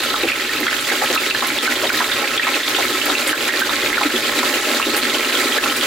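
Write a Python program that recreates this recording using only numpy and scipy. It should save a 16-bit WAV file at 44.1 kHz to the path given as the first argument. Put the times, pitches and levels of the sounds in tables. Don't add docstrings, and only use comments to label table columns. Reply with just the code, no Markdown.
import sys
import numpy as np
from scipy import signal
from scipy.fft import rfft, irfft, next_fast_len
from scipy.io import wavfile
from scipy.ndimage import uniform_filter1d, minimum_filter1d

SR = 44100
rng = np.random.default_rng(int(sys.argv[2]) if len(sys.argv) > 2 else 0)


def wrap_up_sound(samples):
    columns = np.atleast_2d(samples).T
    tamed = np.clip(columns, -1, 1)
    steps = np.round(tamed * 32767).astype(np.int16)
    wavfile.write(sys.argv[1], SR, steps)


N = 258426
TIME_S = np.arange(N) / SR
FFT_SIZE = next_fast_len(N + SR)
FREQS_HZ = np.maximum(np.fft.rfftfreq(FFT_SIZE, 1 / SR), 1)


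def from_db(db):
    return 10 ** (np.asarray(db) / 20)


def unit_rms(x):
    return x / np.sqrt(np.mean(x ** 2) + 1e-20)


def curve_db(points):
    hz, db = np.transpose(points)
    return np.interp(np.log(FREQS_HZ), np.log(hz), db)


def filtered(x, gain):
    return irfft(rfft(x, FFT_SIZE) * gain, FFT_SIZE)[..., :N]


def drift(corner_hz, hop=40):
    pole = np.exp(-2 * np.pi * hop * corner_hz / SR)
    noise = rng.standard_normal(N // hop + 2002)
    slow = signal.lfilter([1], [1, -2 * pole, pole * pole], noise)[2000:]
    return np.interp(np.arange(N) / hop, np.arange(len(slow)), unit_rms(slow))


def add(out, start_s, sound):
    at = max(0, round(start_s * SR))
    out[:, at:at + sound.shape[1]] += sound[:, :N - at]


def scattered(low_hz, high_hz, count):
    offset, pitch, size = rng.random((count, 3)).T
    start_s = (np.arange(count) + offset) / count * TIME_S[-1]
    return np.transpose([start_s, low_hz * (high_hz / low_hz) ** pitch, size])


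# centre in Hz, width in Hz, gain in dB.
POT_MODES = [(230, 50, 3.5), (317, 26, 5.5), (374.4, 22.7, 9.5), (836.4, 45, 14.5), (1068, 97, 13.5),
             (1300, 28, 9.5), (1285, 32, 13), (1440, 38, -2.5), (2840, 26, -3), (4074, 260, -1),
             (7540, 320, 1)]


def pot_air():
    return 1 + sum((from_db(db) - 1) / (1 + 1j * hz / width_hz * (FREQS_HZ / hz - hz / FREQS_HZ))
                   for hz, width_hz, db in POT_MODES)


# frequency in Hz, gain in dB.
SIZZLE_COLOUR = [(230, -3.5), (400, -6), (590, -3), (720, -17.5), (1150, -20), (1400, -9.5), (1900, -4.5),
                 (2900, -7.5), (4000, -6.5), (5600, -19), (7300, -15), (8700, -20.5), (11000, -20.5),
                 (15500, -22.5)]


def bubble_swarm(low_hz, high_hz, per_s, size_db, cycles, surge_db, spread, pitches):
    at = np.flatnonzero(rng.random(N) < per_s / SR)
    burst_db = size_db * np.minimum(rng.exponential(1, N), 3.2) + surge_db
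    size = from_db(burst_db[at]) * rng.choice([-1, 1], N)[at]
    pan = spread * rng.standard_normal(N)[at]
    pitch_index = rng.integers(0, pitches, N)[at]
    out = np.zeros((2, N))
    for k, hz in enumerate(np.geomspace(low_hz, high_hz, pitches)):
        own = pitch_index == k
        clicks = np.full((2, N), 1e-18)
        clicks[:, at[own]] = size[own] * np.array([1 + pan[own], 1 - pan[own]])
        radius, angle = from_db(-60 * hz / (cycles * SR)), 2 * np.pi * hz / SR
        ring = signal.lfilter([1, 0, -1], [1, -2 * radius * np.cos(angle), radius * radius], clicks)
        out += hz * ring
    return unit_rms(filtered(out, from_db(curve_db(SIZZLE_COLOUR)) * pot_air()))


# time in seconds, vigour in dB about the usual.
BOIL_VIGOUR = [(0.0, -0.5), (0.4, -3), (1.65, -0.8), (2.05, 0), (2.5, -2.5), (3.0, 1.6), (3.95, -1.5),
               (4.45, 2), (5.1, 1.5), (5.5, 2.2), (5.86, 2.3)]
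# start in seconds, peak change of the fizz in dB.
SLICE_DROPS = [(0.72, 3), (2.62, 0.7), (4.85, -1.5)]


def boiling(glug_db=-25, plip_db=-21, fizz_db=-27.5, flare_rise_s=0.16):
    vigour_db = np.interp(TIME_S, *np.transpose(BOIL_VIGOUR))
    flare_db = 0
    for start_s, change_db in SLICE_DROPS:
        age = np.maximum(TIME_S - start_s, 0) / flare_rise_s
        flare_db += change_db * age * np.exp(1 - age)
    surge = drift(22)
    glugs = bubble_swarm(229, 1092, per_s=1200, size_db=2, cycles=13.3,
                         surge_db=1.4 * surge + 0.82 * drift(27), spread=0.51, pitches=16)
    plips = bubble_swarm(1069, 6150, per_s=3400, size_db=3, cycles=29.4,
                         surge_db=1.34 * surge, spread=0.58, pitches=40)
    fizz = bubble_swarm(4710, 15400, per_s=15000, size_db=3, cycles=19.7,
                        surge_db=1.2 * surge, spread=0.83, pitches=22)
    return (from_db(glug_db + vigour_db) * glugs
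            + from_db(plip_db + 0.29 * vigour_db) * plips
            + from_db(fizz_db + 0.85 * vigour_db + flare_db) * fizz)


# frequency in Hz, gain in dB.
RUMBLE_COLOUR = [(15, -20), (32, -9), (45, 3), (62, -11), (90, -7), (135, 0), (180, -9), (400, -26)]


def stove_rumble(level_db=-46, wander_db=2):
    noise = filtered(rng.standard_normal(N), from_db(curve_db(RUMBLE_COLOUR)))
    return unit_rms(noise) * from_db(level_db + wander_db * drift(10))


def bubble(t, hz, cycles, rise=0.081, opening_cycles=0.27):
    turns = hz * np.maximum(t, 0)
    envelope = (1 - np.exp(-turns / opening_cycles)) * np.exp(-np.log(1000) * turns / cycles)
    glide = 1 + rise * (np.tanh(turns / cycles) - 0.2)
    return envelope / (envelope.max() + 1e-12) * np.sin(2 * np.pi * turns * glide)


def pop(t, hz, cycles, snap_db=-9, snap_hz=3300, snap_cycles=4):
    return bubble(t, hz, cycles) + from_db(snap_db) * bubble(t, snap_hz, snap_cycles)


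def in_kitchen(sound, pan, near_t60_s=0.055, near_db=-0.5, room_t60_s=0.089, room_db=-4.5):
    t = TIME_S[:SR // 5]
    near = np.exp(-np.log(1000) * t / near_t60_s) * (t > 0.002)
    room = np.exp(-np.log(1000) * t / room_t60_s) * (t > 0.012)
    envelope = np.hypot(from_db(near_db) * near / np.linalg.norm(near),
                        from_db(room_db) * room / np.linalg.norm(room))
    paths = envelope * rng.standard_normal((2, len(t)))
    paths[:, 0] += [1 + pan, 1 - pan]
    return signal.fftconvolve(paths, sound[None], axes=1)


def middling_pops(floor_db=-14, range_db=6, rarity=1.9, t60_s=0.009, spread=0.15):
    out, t = np.zeros((2, N)), TIME_S[:SR // 25]
    for start_s, hz, size in scattered(1650, 4320, count=130):
        sound = from_db(floor_db + range_db * size ** rarity) * pop(t, hz, t60_s * hz)
        add(out, start_s, in_kitchen(sound, spread * rng.standard_normal()))
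    return out


# start in seconds, pitch in Hz, relative level in dB.
LOUD_POPS = [(0.142, 1295, -7.5), (0.286, 2640, -10.5), (0.319, 2510, -6), (0.668, 1460, -9.5),
             (0.681, 2020, -9), (0.901, 2050, -10.5), (1.162, 1300, -5.5), (1.176, 2630, -7),
             (1.309, 2680, -6), (1.349, 1700, -9.5), (1.587, 3520, -4.5), (1.677, 1470, -6.5),
             (1.902, 1510, -6.5), (2.118, 3540, -10.5), (2.377, 3440, -4.5), (2.396, 1830, -6),
             (2.432, 2560, -10), (2.542, 2590, -12.5), (2.765, 3480, -12), (3.099, 1270, -10.5),
             (3.152, 2630, -7), (3.33, 1650, -3.5), (3.492, 1870, -4.5), (3.538, 1850, -9),
             (3.618, 1550, -4.5), (3.929, 2000, -9.5), (3.98, 1430, -10), (4.799, 1100, -11.5),
             (4.827, 2730, -9), (5.353, 3300, -10), (5.584, 1720, -2.5), (5.66, 1300, -11)]


def loud_pops(gain_db=3.5, spread=0.084):
    out, t = np.zeros((2, N)), TIME_S[:SR // 25]
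    pans = spread * rng.standard_normal(len(LOUD_POPS))
    for (start_s, hz, db), pan in zip(LOUD_POPS, pans):
        sound = pop(t, hz, cycles=24 * (hz / 1500) ** 0.57)
        add(out, start_s, from_db(db + gain_db) * in_kitchen(sound, pan))
    return out


# start in seconds, pitch in Hz, relative level in dB.
STEAM_POCKETS = [(0.234, 377, -17.5), (0.606, 290, -26), (0.915, 453, -24), (1.02, 735, -20),
                 (1.1, 553, -24.5), (1.424, 1060, -20), (1.836, 540, -19.5), (2.005, 940, -20),
                 (2.221, 600, -25), (2.469, 1190, -19), (2.786, 790, -20), (3.085, 745, -25),
                 (3.692, 1210, -20), (4.012, 1000, -18), (4.05, 306, -22.5), (4.137, 336, -23.5),
                 (4.43, 1150, -19.5), (4.866, 316, -22.5), (4.937, 384, -24)]


def gulps(gain_db=7, cycles=10, breakup_s=0.019, scatter=0.3, climb=0.12, trail_db=-5, count=7):
    out, t = np.zeros((2, N)), TIME_S[:SR // 8]
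    for start_s, hz, db in STEAM_POCKETS:
        lags = (np.arange(count) + 0.5 + rng.random(count)) / count
        trail_hz = hz * np.exp(climb + scatter * rng.permutation(np.linspace(-1.5, 1.5, count)))
        trail = sum(np.exp(-0.6 * lag) * bubble(t - lag * breakup_s, pitch_hz, cycles)
                    for lag, pitch_hz in zip(lags, trail_hz))
        sound = bubble(t, hz, cycles) + from_db(trail_db) * trail
        add(out, start_s, from_db(db + gain_db) * in_kitchen(sound, pan=0))
    return filtered(out, np.sqrt(pot_air()))


# start in seconds, pitch in Hz, level in dB, spray decay in seconds.
WATER_DROPS = [(0.603, 13200, -9, .003), (0.81, 8800, -12, .003), (1.128, 6200, -8, .005),
               (1.148, 13000, -11, .004), (1.471, 10900, -10.5, .007), (1.929, 13000, -11, .003),
               (2.688, 14000, -13, .008), (3.056, 12500, -9, .003), (3.275, 8800, -6.5, .011),
               (3.596, 13700, -12, .004), (4.966, 10400, -7, 0.016), (5.764, 8600, -11.5, .004)]


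def spits(cycles=17, band_ratio=1.33, spray_db=-15, spread=0.21, small_db=-17, small_decay_s=0.0045):
    out, t = np.zeros((2, N)), TIME_S[:SR // 12]
    small_drops = [(start_s, hz, small_db + 4 * size, small_decay_s)
                   for start_s, hz, size in scattered(6200, 18000, count=12)]
    for start_s, hz, db, decay_s in list(WATER_DROPS) + small_drops:
        edges_hz = [hz / band_ratio, min(hz * band_ratio, 0.45 * SR)]
        band = signal.butter(2, edges_hz, "band", fs=SR, output="sos")
        hiss = unit_rms(signal.sosfilt(band, rng.standard_normal(len(t))))
        sound = bubble(t, hz, cycles) + from_db(spray_db) * hiss * np.exp(-t / decay_s)
        add(out, start_s, from_db(db) * in_kitchen(sound, spread * rng.standard_normal()))
    return out


# delay in seconds, gain in dB.
REFLECTIONS = [(.0013, -96), (.0041, -25.5), (.0068, -19.5), (0.011, -19.5), (0.0166, -16.5)]


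def with_echoes(x):
    echoes = sum(from_db(db) * np.exp(-2j * np.pi * FREQS_HZ * delay_s) for delay_s, db in REFLECTIONS)
    return filtered(x, 1 + echoes)


# frequency in Hz, gain of the side signal in dB.
SIDE_GAIN = [(100, -27), (300, -73), (420, -15), (700, -1.5), (1300, -5.5), (2400, -2), (4400, -0.5),
             (15000, -1)]
# frequency in Hz, left minus right in dB.
BALANCE = [(500, 0), (1300, -0.5), (2200, -3.2), (4000, -1.6), (8000, -1.8), (13000, -3.7)]


def microphone_pair(x):
    left, right = x
    mid = (left + right) / 2
    side = filtered((left - right) / 2, from_db(curve_db(SIDE_GAIN)))
    lean = from_db(np.outer([0.5, -0.5], curve_db(BALANCE)))
    return filtered(np.array([mid + side, mid - side]), lean)


def scene():
    oil = with_echoes(boiling() + middling_pops()) + gulps() + loud_pops() + spits()
    highpass = signal.ellip(5, 1, 19, 228, "high", fs=SR, output="sos")
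    return signal.sosfilt(highpass, microphone_pair(oil)) + stove_rumble()


def limiter(x, threshold_db=-11, release_db_per_s=190):
    power = uniform_filter1d(x ** 2, size=48, axis=1).mean(axis=0)
    level_db = 10 * np.log10(np.maximum(power, 1e-12))
    held_db = -minimum_filter1d(np.minimum(threshold_db - level_db, 0), size=601, origin=256)
    release_db = release_db_per_s * TIME_S
    cut_db = np.maximum.accumulate(held_db + release_db) - release_db
    return x * from_db(-uniform_filter1d(cut_db, size=89))


def record(dry, cutoff_hz=15800):
    lowpass = signal.ellip(12, 0.1, 90, cutoff_hz, fs=SR, output="sos")
    return signal.sosfilt(lowpass, limiter(dry))


dry = scene()
out = record(dry)
wrap_up_sound(out)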